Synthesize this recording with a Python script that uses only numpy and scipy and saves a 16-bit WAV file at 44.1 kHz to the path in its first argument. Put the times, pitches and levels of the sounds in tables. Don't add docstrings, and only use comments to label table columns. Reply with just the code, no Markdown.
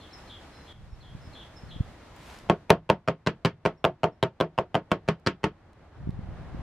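import sys
import numpy as np
from scipy import signal
from scipy.fft import rfft, irfft
from scipy.io import wavfile

SR = 44100
rng = np.random.default_rng(int(sys.argv[2]) if len(sys.argv) > 2 else 0)


def transcribe(u):
    v = np.clip(np.atleast_2d(u).T, -1, 1)
    q = np.round(v * 32767).astype(np.int16)
    wavfile.write(sys.argv[1], SR, q)


N = 291926


def amp(db):
    return 10 ** (np.asarray(db) / 20)


def add(out, s, x):
    i = max(int(s * SR), 0)
    out[..., i:i + x.shape[-1]] += x[..., :out.shape[-1] - i]


def on_bins(points, size):
    hz, value = np.transpose(points)
    return np.interp(np.log(np.fft.rfftfreq(size, 1 / SR) + 1), np.log(hz), value)


def noise(tone, size=N):
    x = irfft(rfft(rng.standard_normal(size)) * amp(on_bins(tone, size)), size)
    return x / np.sqrt(np.mean(x ** 2))


def colour(x, tone):
    size = len(x)
    cepstrum = irfft(np.log(amp(on_bins(tone, size))), size)
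    cepstrum[1:size // 2] *= 2
    cepstrum[size // 2 + 1:] = 0
    return irfft(rfft(x) * np.exp(rfft(cepstrum)), size)


def fade(t, t60):
    return amp(-60 * t / t60)


def stereo(mid, side):
    return np.array([mid + side, mid - side])


def spell(s, length, db, attack_s, release_s):
    t = np.arange(N) / SR
    rise, fall = 1 + (t - s) / attack_s, 1 - (t - s - length) / release_s
    return amp(db) * np.clip(np.minimum(rise, fall), 0, 1)


def outdoor_hush(base_db=-46.5, waver_db=-0.8):
    # f/Hz, level/dB
    tone = [(12, -51), (20, -3), (87, 6), (155, -2.5), (337, -4), (387, -7.5), (713, -7.5), (1730, -16),
            (1990, -17.5), (2410, -22), (4080, -28.5), (10500, -44), (13400, -49.5), (15000, -71.5)]
    # f/Hz, side against mid/dB
    width = [(80, -25), (400, -9.5), (1500, -10.5), (4000, 0.5), (10000, 1)]
    # t/s, level/dB, treble/dB
    drift = [(0, -4, 7.5), (1.5, -4, 5), (2.45, -3, 4.5), (2.8, -8.5, -3), (5.6, -1, -5.5), (6.62, 3, -7)]
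    times, levels, trebles = np.transpose(drift)
    t = np.arange(N) / SR
    air = stereo(noise(tone), colour(noise(tone), width))
    low = signal.sosfilt(signal.butter(1, 2500, fs=SR, output="sos"), air)
    treble = amp(np.interp(t, times, trebles)) * (air - low)
    waver = noise([(1, -4.5), (8, -4), (25, -22.5), (100, -100)])
    return (low + treble) * amp(base_db + np.interp(t, times, levels) + waver_db * waver)


def bird_note(start_hz, end_hz, length_s, hoarse_hz, flutter_db=3, attack_s=0.0096):
    size = int(length_s * SR)
    t = np.arange(size) / SR
    jitter = noise([(30, -5.5), (250, 1.5), (700, -12), (2000, -70)], 16384)[:size]
    hz = np.linspace(start_hz, end_hz, size) + hoarse_hz * jitter
    flutter = amp(flutter_db * noise([(10, 8), (60, -19), (200, -51), (1000, -80)], SR)[:size])
    envelope = np.minimum(t / attack_s, 1) * np.cos(np.pi / 2 * t / length_s)
    return flutter * envelope * np.sin(2 * np.pi * np.cumsum(hz) / SR)


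def bird(whistle_fall=0.0236, echo_t60=0.36, echo_db=-4, side_db=-2):
    # t/s, level/dB
    calls = [(-.02, -55.5), (0.271, -50), (0.652, -51.5), (1.001, -50.5), (1.327, -48.5), (1.685, -50)]
    # t/s, length/s, f/Hz, level/dB
    whistles = [(.125, 0.06, 5384, -50), (0.108, 0.056, 4130, -59), (0.497, 0.2, 5280, -63.5),
                (.52, 0.21, 4135, -62), (0.882, 0.092, 5480, -67), (1.209, 0.086, 5260, -56.5),
                (1.558, 0.083, 5300, -57.5), (3.769, .05, 5480, -74.5), (4.115, .07, 5400, -69)]
    song = np.zeros(N)
    for s, db in calls:
        add(song, s, amp(db - 2) * bird_note(4260, 4070, length_s=0.0305, hoarse_hz=88))
        add(song, s + 0.019, amp(db) * bird_note(3460, 3200, length_s=0.1188, hoarse_hz=173))
    for s, length, hz, db in whistles:
        whistle = bird_note(hz, hz * (1 - whistle_fall), length, hoarse_hz=50, flutter_db=5.5)
        add(song, s, amp(db) * whistle)
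    t = np.arange(SR // 2) / SR
    echo = rng.standard_normal((2, len(t))) * fade(t, echo_t60)
    echo *= amp(echo_db) / np.linalg.norm(echo[0])
    echo[0, 0] += 1
    mid, side = signal.fftconvolve(song[None], echo, axes=1)[:, :N]
    return stereo(mid, amp(side_db) * side)


def background_dip(start_s=0.727, depth_db=-8.5, length_s=0.56):
    age = np.arange(N) / SR - start_s
    return amp(depth_db * (age > 0) * np.clip(1 - age / length_s, 0, 1))


def puff(s, hz):
    u = np.minimum((np.pi * hz * (np.arange(N) / SR - s)) ** 2, 40)
    return (2 * u - 1) * np.exp(-u)


def wind_on_microphone(port_lag_s=0.00094, crest_db=-5.5, pan_db=-2.6, side_db=-6):
    # t/s, level/dB, f/Hz
    puffs = [(.933, -35.5, 46.5), (1.152, -32.5, 95), (1.277, -37, 66), (1.637, -36, 94), (1.764, -32, 118),
             (1.808, -16, 88), (6.074, -19.5, 152), (6.093, -15, 115.7), (6.192, -23.5, 120),
             (6.29, -27, 87), (6.548, -27, 152), (6.596, -29.5, 87)]
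    # t/s, length/s, level/dB
    spells = [(0.773, 0.25, -49.5), (1.134, 0.11, -49.5), (1.674, 0.13, -46.5), (6.02, 0.15, -34.5),
              (6.285, 0.33, -41.5)]
    # f/Hz, level/dB
    tone = [(20, -8), (60, 0), (140, -3.5), (210, -12.5), (320, -48), (600, -61), (2000, -86)]
    t = np.arange(N) / SR
    push = sum(amp(db) * (puff(s, hz) + amp(crest_db) * puff(s, 2 * hz)) for s, db, hz in puffs)
    ports = np.array([np.interp(t + lag, t, push) for lag in (port_lag_s / 2, -port_lag_s / 2)])
    level = sum(spell(s, length, db, attack_s=0.066, release_s=0.18) for s, length, db in spells)
    rumble = level * stereo(noise(tone), amp(side_db) * noise(tone))
    return ports * amp([[pan_db / 2], [-pan_db / 2]]) + rumble


def ticks(t60=0.014):
    # t/s, level/dB, f/Hz
    events = [(2.163, -37, 900), (2.388, -38.5, 3450), (5.198, -51, 4970), (5.732, -47, 3430),
              (6.106, -46, 3570)]
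    out, t = np.zeros((2, N)), np.arange(1024) / SR
    for s, db, hz in events:
        tone = [(hz / 4, -15), (hz, 0), (hz * 3, -14), (16000, -32)]
        add(out, s, amp(db) / 2 * fade(t, t60) * noise(tone, len(t)))
    return out


def batten_slide(grain_db=1.5, side_db=-7):
    # f/Hz, level/dB
    tone = [(150, -19.5), (600, 7.5), (1800, 5), (3500, -0.5), (7000, -9), (13000, -17), (16000, -38)]
    grain = amp(grain_db * noise([(5, -18), (90, -3), (400, -47.5), (2000, -94)]))
    hiss = stereo(noise(tone), amp(side_db) * noise(tone))
    return hiss * grain * spell(s=2.286, length=0.056, db=-51.5, attack_s=0.16, release_s=0.13)


def wood_ring(t, detune=0.004, scatter_db=1.4):
    # f/Hz, level/dB, t60/s
    modes = [(142.5, -39, 0.13), (169.7, -35, 0.053), (207, -34, 0.09), (324, -39.5, .075),
             (361.8, -40, 0.12), (423, -35, 0.026), (465, -36, 0.042), (660, -26.5, 0.019),
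             (714, -46.5, 0.096), (896, -46.5, 0.044), (910, -29.5, 0.038), (1000, -37.5, .035),
             (1086, -39.5, 0.076), (1250, -33, 0.017), (1680, -52, 0.015)]
    hz, db, t60 = np.transpose(modes)[:, :, None]
    chance = rng.standard_normal((len(modes), 2))
    hz = hz * (1 + detune * chance[:, :1])
    db = db + scatter_db * chance[:, 1:]
    return np.sum(amp(db) * fade(t, t60) * np.sin(2 * np.pi * hz * t), axis=0)


def burst(tone, rise_ms, size):
    age = np.arange(size) / SR * 1e3 / rise_ms
    x = noise(tone, size) * age * np.exp(-age)
    return x / np.linalg.norm(x)


def bend(x, lag_at_1khz_s=0.0013):
    hz = np.fft.rfftfreq(len(x), 1 / SR)
    phase = 4 * np.pi * lag_at_1khz_s * np.sqrt(1000 * hz)
    return irfft(rfft(x) * np.exp(-1j * phase), len(x))


def strike(force, ring, tilt):
    # f/Hz, level/dB
    contact = [(25, -29.5), (80, -8), (160, 18.5), (240, -1.5), (420, 10.5), (680, 8.5), (1000, -2.5),
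               (2000, -6.5), (3200, -4), (3750, -18), (4500, -18.5), (6000, -26.5), (11000, -42),
               (15000, -42.5)]
    size = len(force)
    body = colour(force, contact) + signal.fftconvolve(force, ring)[:size]
    return colour(bend(body), tilt)[:size // 2]


def small_room(gap_s=0.00094, build_s=0.0012, size=16384):
    # f/Hz, level/dB, t60/s
    bands = [(60.86, -9.5, 0.38), (174, -7, 0.19), (450, -0.5, 0.12), (930, -9.5, 0.13), (2000, -4.5, 0.12),
             (3800, -9, 0.13), (7400, -9, 0.083), (15000, -15.5, 0.034)]
    t, centres = np.arange(size) / SR, np.array(bands)[:, 0]
    white, tail = rfft(rng.standard_normal((2, size))), 0
    for share, (hz, db, t60) in zip(np.eye(len(bands)), bands):
        band = irfft(white * on_bins(np.c_[centres, share], size))
        envelope = fade(t, t60) * np.clip((t - gap_s) / build_s, 0, 1)
        mid, side = band * envelope / np.linalg.norm(envelope)
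        tail = tail + amp(db) * stereo(mid, side * min(hz / 5000, 1))
    return tail


def short_repeat(x, copy_db, delay_s=0.00767):
    out = x.copy()
    add(out, delay_s, amp(copy_db) * x)
    return out


def hammer(rattle_db=3, ring_db=-1, snap_ms=1.0, size=16384):
    # t/s, level/dB, delayed copy against first/dB,
    # distance from the batten's fullest-sounding spot/0-1, snap f/Hz, snap against hit/dB
    blows = [(2.49,-19,30,.25,2830,-17.5), (2.6953,-10,28,0.3,2793,-10), (2.8916,-13.5,17.5,0.27,2900,-11),
             (3.076,-18.5,6.5,0.41,2700,-22.5), (3.2632,-18.5,12,0.81,4170,-18),
             (3.4485,-16,-1,0.79,4450,-17), (3.6516,-16.5,5,0.37,2800,-19.5), (3.842,-14,5,0.12,3010,-13),
             (4.0326,-14.5,5.5,0.09,2600,-18), (4.2271,-15,-3.5,0.37,3500,-13),
             (4.4014,-15,6.5,0.27,3560,-15), (4.5779,-16.5,8,0.18,2970,-15), (4.7441,-15.5,7,0.24,3130,-18),
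             (4.908,-15,32,0.5,2730,-16.5), (5.0784,-15,17.5,0.64,2740,-18.5),
             (5.263,-15.5,8,0.99,4460,-14), (5.4322,-16.5,19.5,0.64,2360,-30)]
    # f/Hz, level at the fullest spot/dB, added at the far end/dB
    landing = [(279, -3, 19), (721, 1, -1), (1500, -6.5, 20.5), (2960, -14.5, 23), (4624, -11, 24.5)]
    out, t, walls = np.zeros((2, N)), np.arange(size) / SR, small_room()
    push = signal.unit_impulse(size)
    spread = colour(push, [(200, 0.0023), (900, 4), (2200, 8)])
    for s, db, copy_db, away, snap_hz, snap_db in blows:
        ring = amp(ring_db) * wood_ring(t)
        tilt = [(hz, full + away * end) for hz, full, end in landing]
        rattle_ms = 1.6 + 2.2 * away
        rattle = burst([(200, -28.5), (900, -6), (2200, 1.5), (16000, 0)], rattle_ms / 2, size)
        hit = strike(push + amp(rattle_db) * rattle, ring, tilt)
        paths = (walls + np.sqrt(3) * small_room()) / 2
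        knock = signal.fftconvolve(strike(spread, ring, tilt)[None], paths, axes=1)
        snap_tone = np.c_[snap_hz * np.array([0.65, 0.92, 1.08, 1.4]), [-35, 0, 0, -35]]
        snap = amp(snap_db) * np.linalg.norm(hit) * burst(snap_tone, snap_ms, size // 2)
        add(knock, 0, hit + snap)
        knock = short_repeat(knock, copy_db)
        rms_100ms = np.sqrt(np.sum(knock ** 2) / 2 / (SR / 10))
        add(out, s, amp(db) * knock / rms_100ms)
    return signal.sosfilt(signal.butter(2, [80, 12200], "bandpass", fs=SR, output="sos"), out)


def gain_control(x, threshold_db=-20, attack_s=0.07, recover_db_per_s=9, block=64):
    starts, step_s = np.arange(0, N, block), block / SR
    peaks = np.maximum.reduceat(np.abs(x).max(axis=0), starts)
    cut_db, cuts = 0, []
    for over_db in 20 * np.log10(peaks + 1e-9) - threshold_db:
        if over_db > cut_db:
            cut_db += (over_db - cut_db) * step_s / attack_s
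        else:
            cut_db = max(cut_db - recover_db_per_s * step_s, 0)
        cuts.append(cut_db)
    return x * amp(-np.interp(np.arange(N), starts, cuts))


def scene():
    close = hammer() + wind_on_microphone() + batten_slide() + ticks()
    distant = outdoor_hush() + bird()
    return close + distant * background_dip()


def record(dry):
    ceiling, top_hz = 0.64, 15700
    ducked = gain_control(dry)
    limited = ducked / (1 + (ducked / ceiling) ** 4) ** (1 / 4)
    return signal.sosfilt(signal.ellip(8, 0.2, 70, top_hz, fs=SR, output="sos"), limited)


dry = scene()
out = record(dry)
transcribe(out)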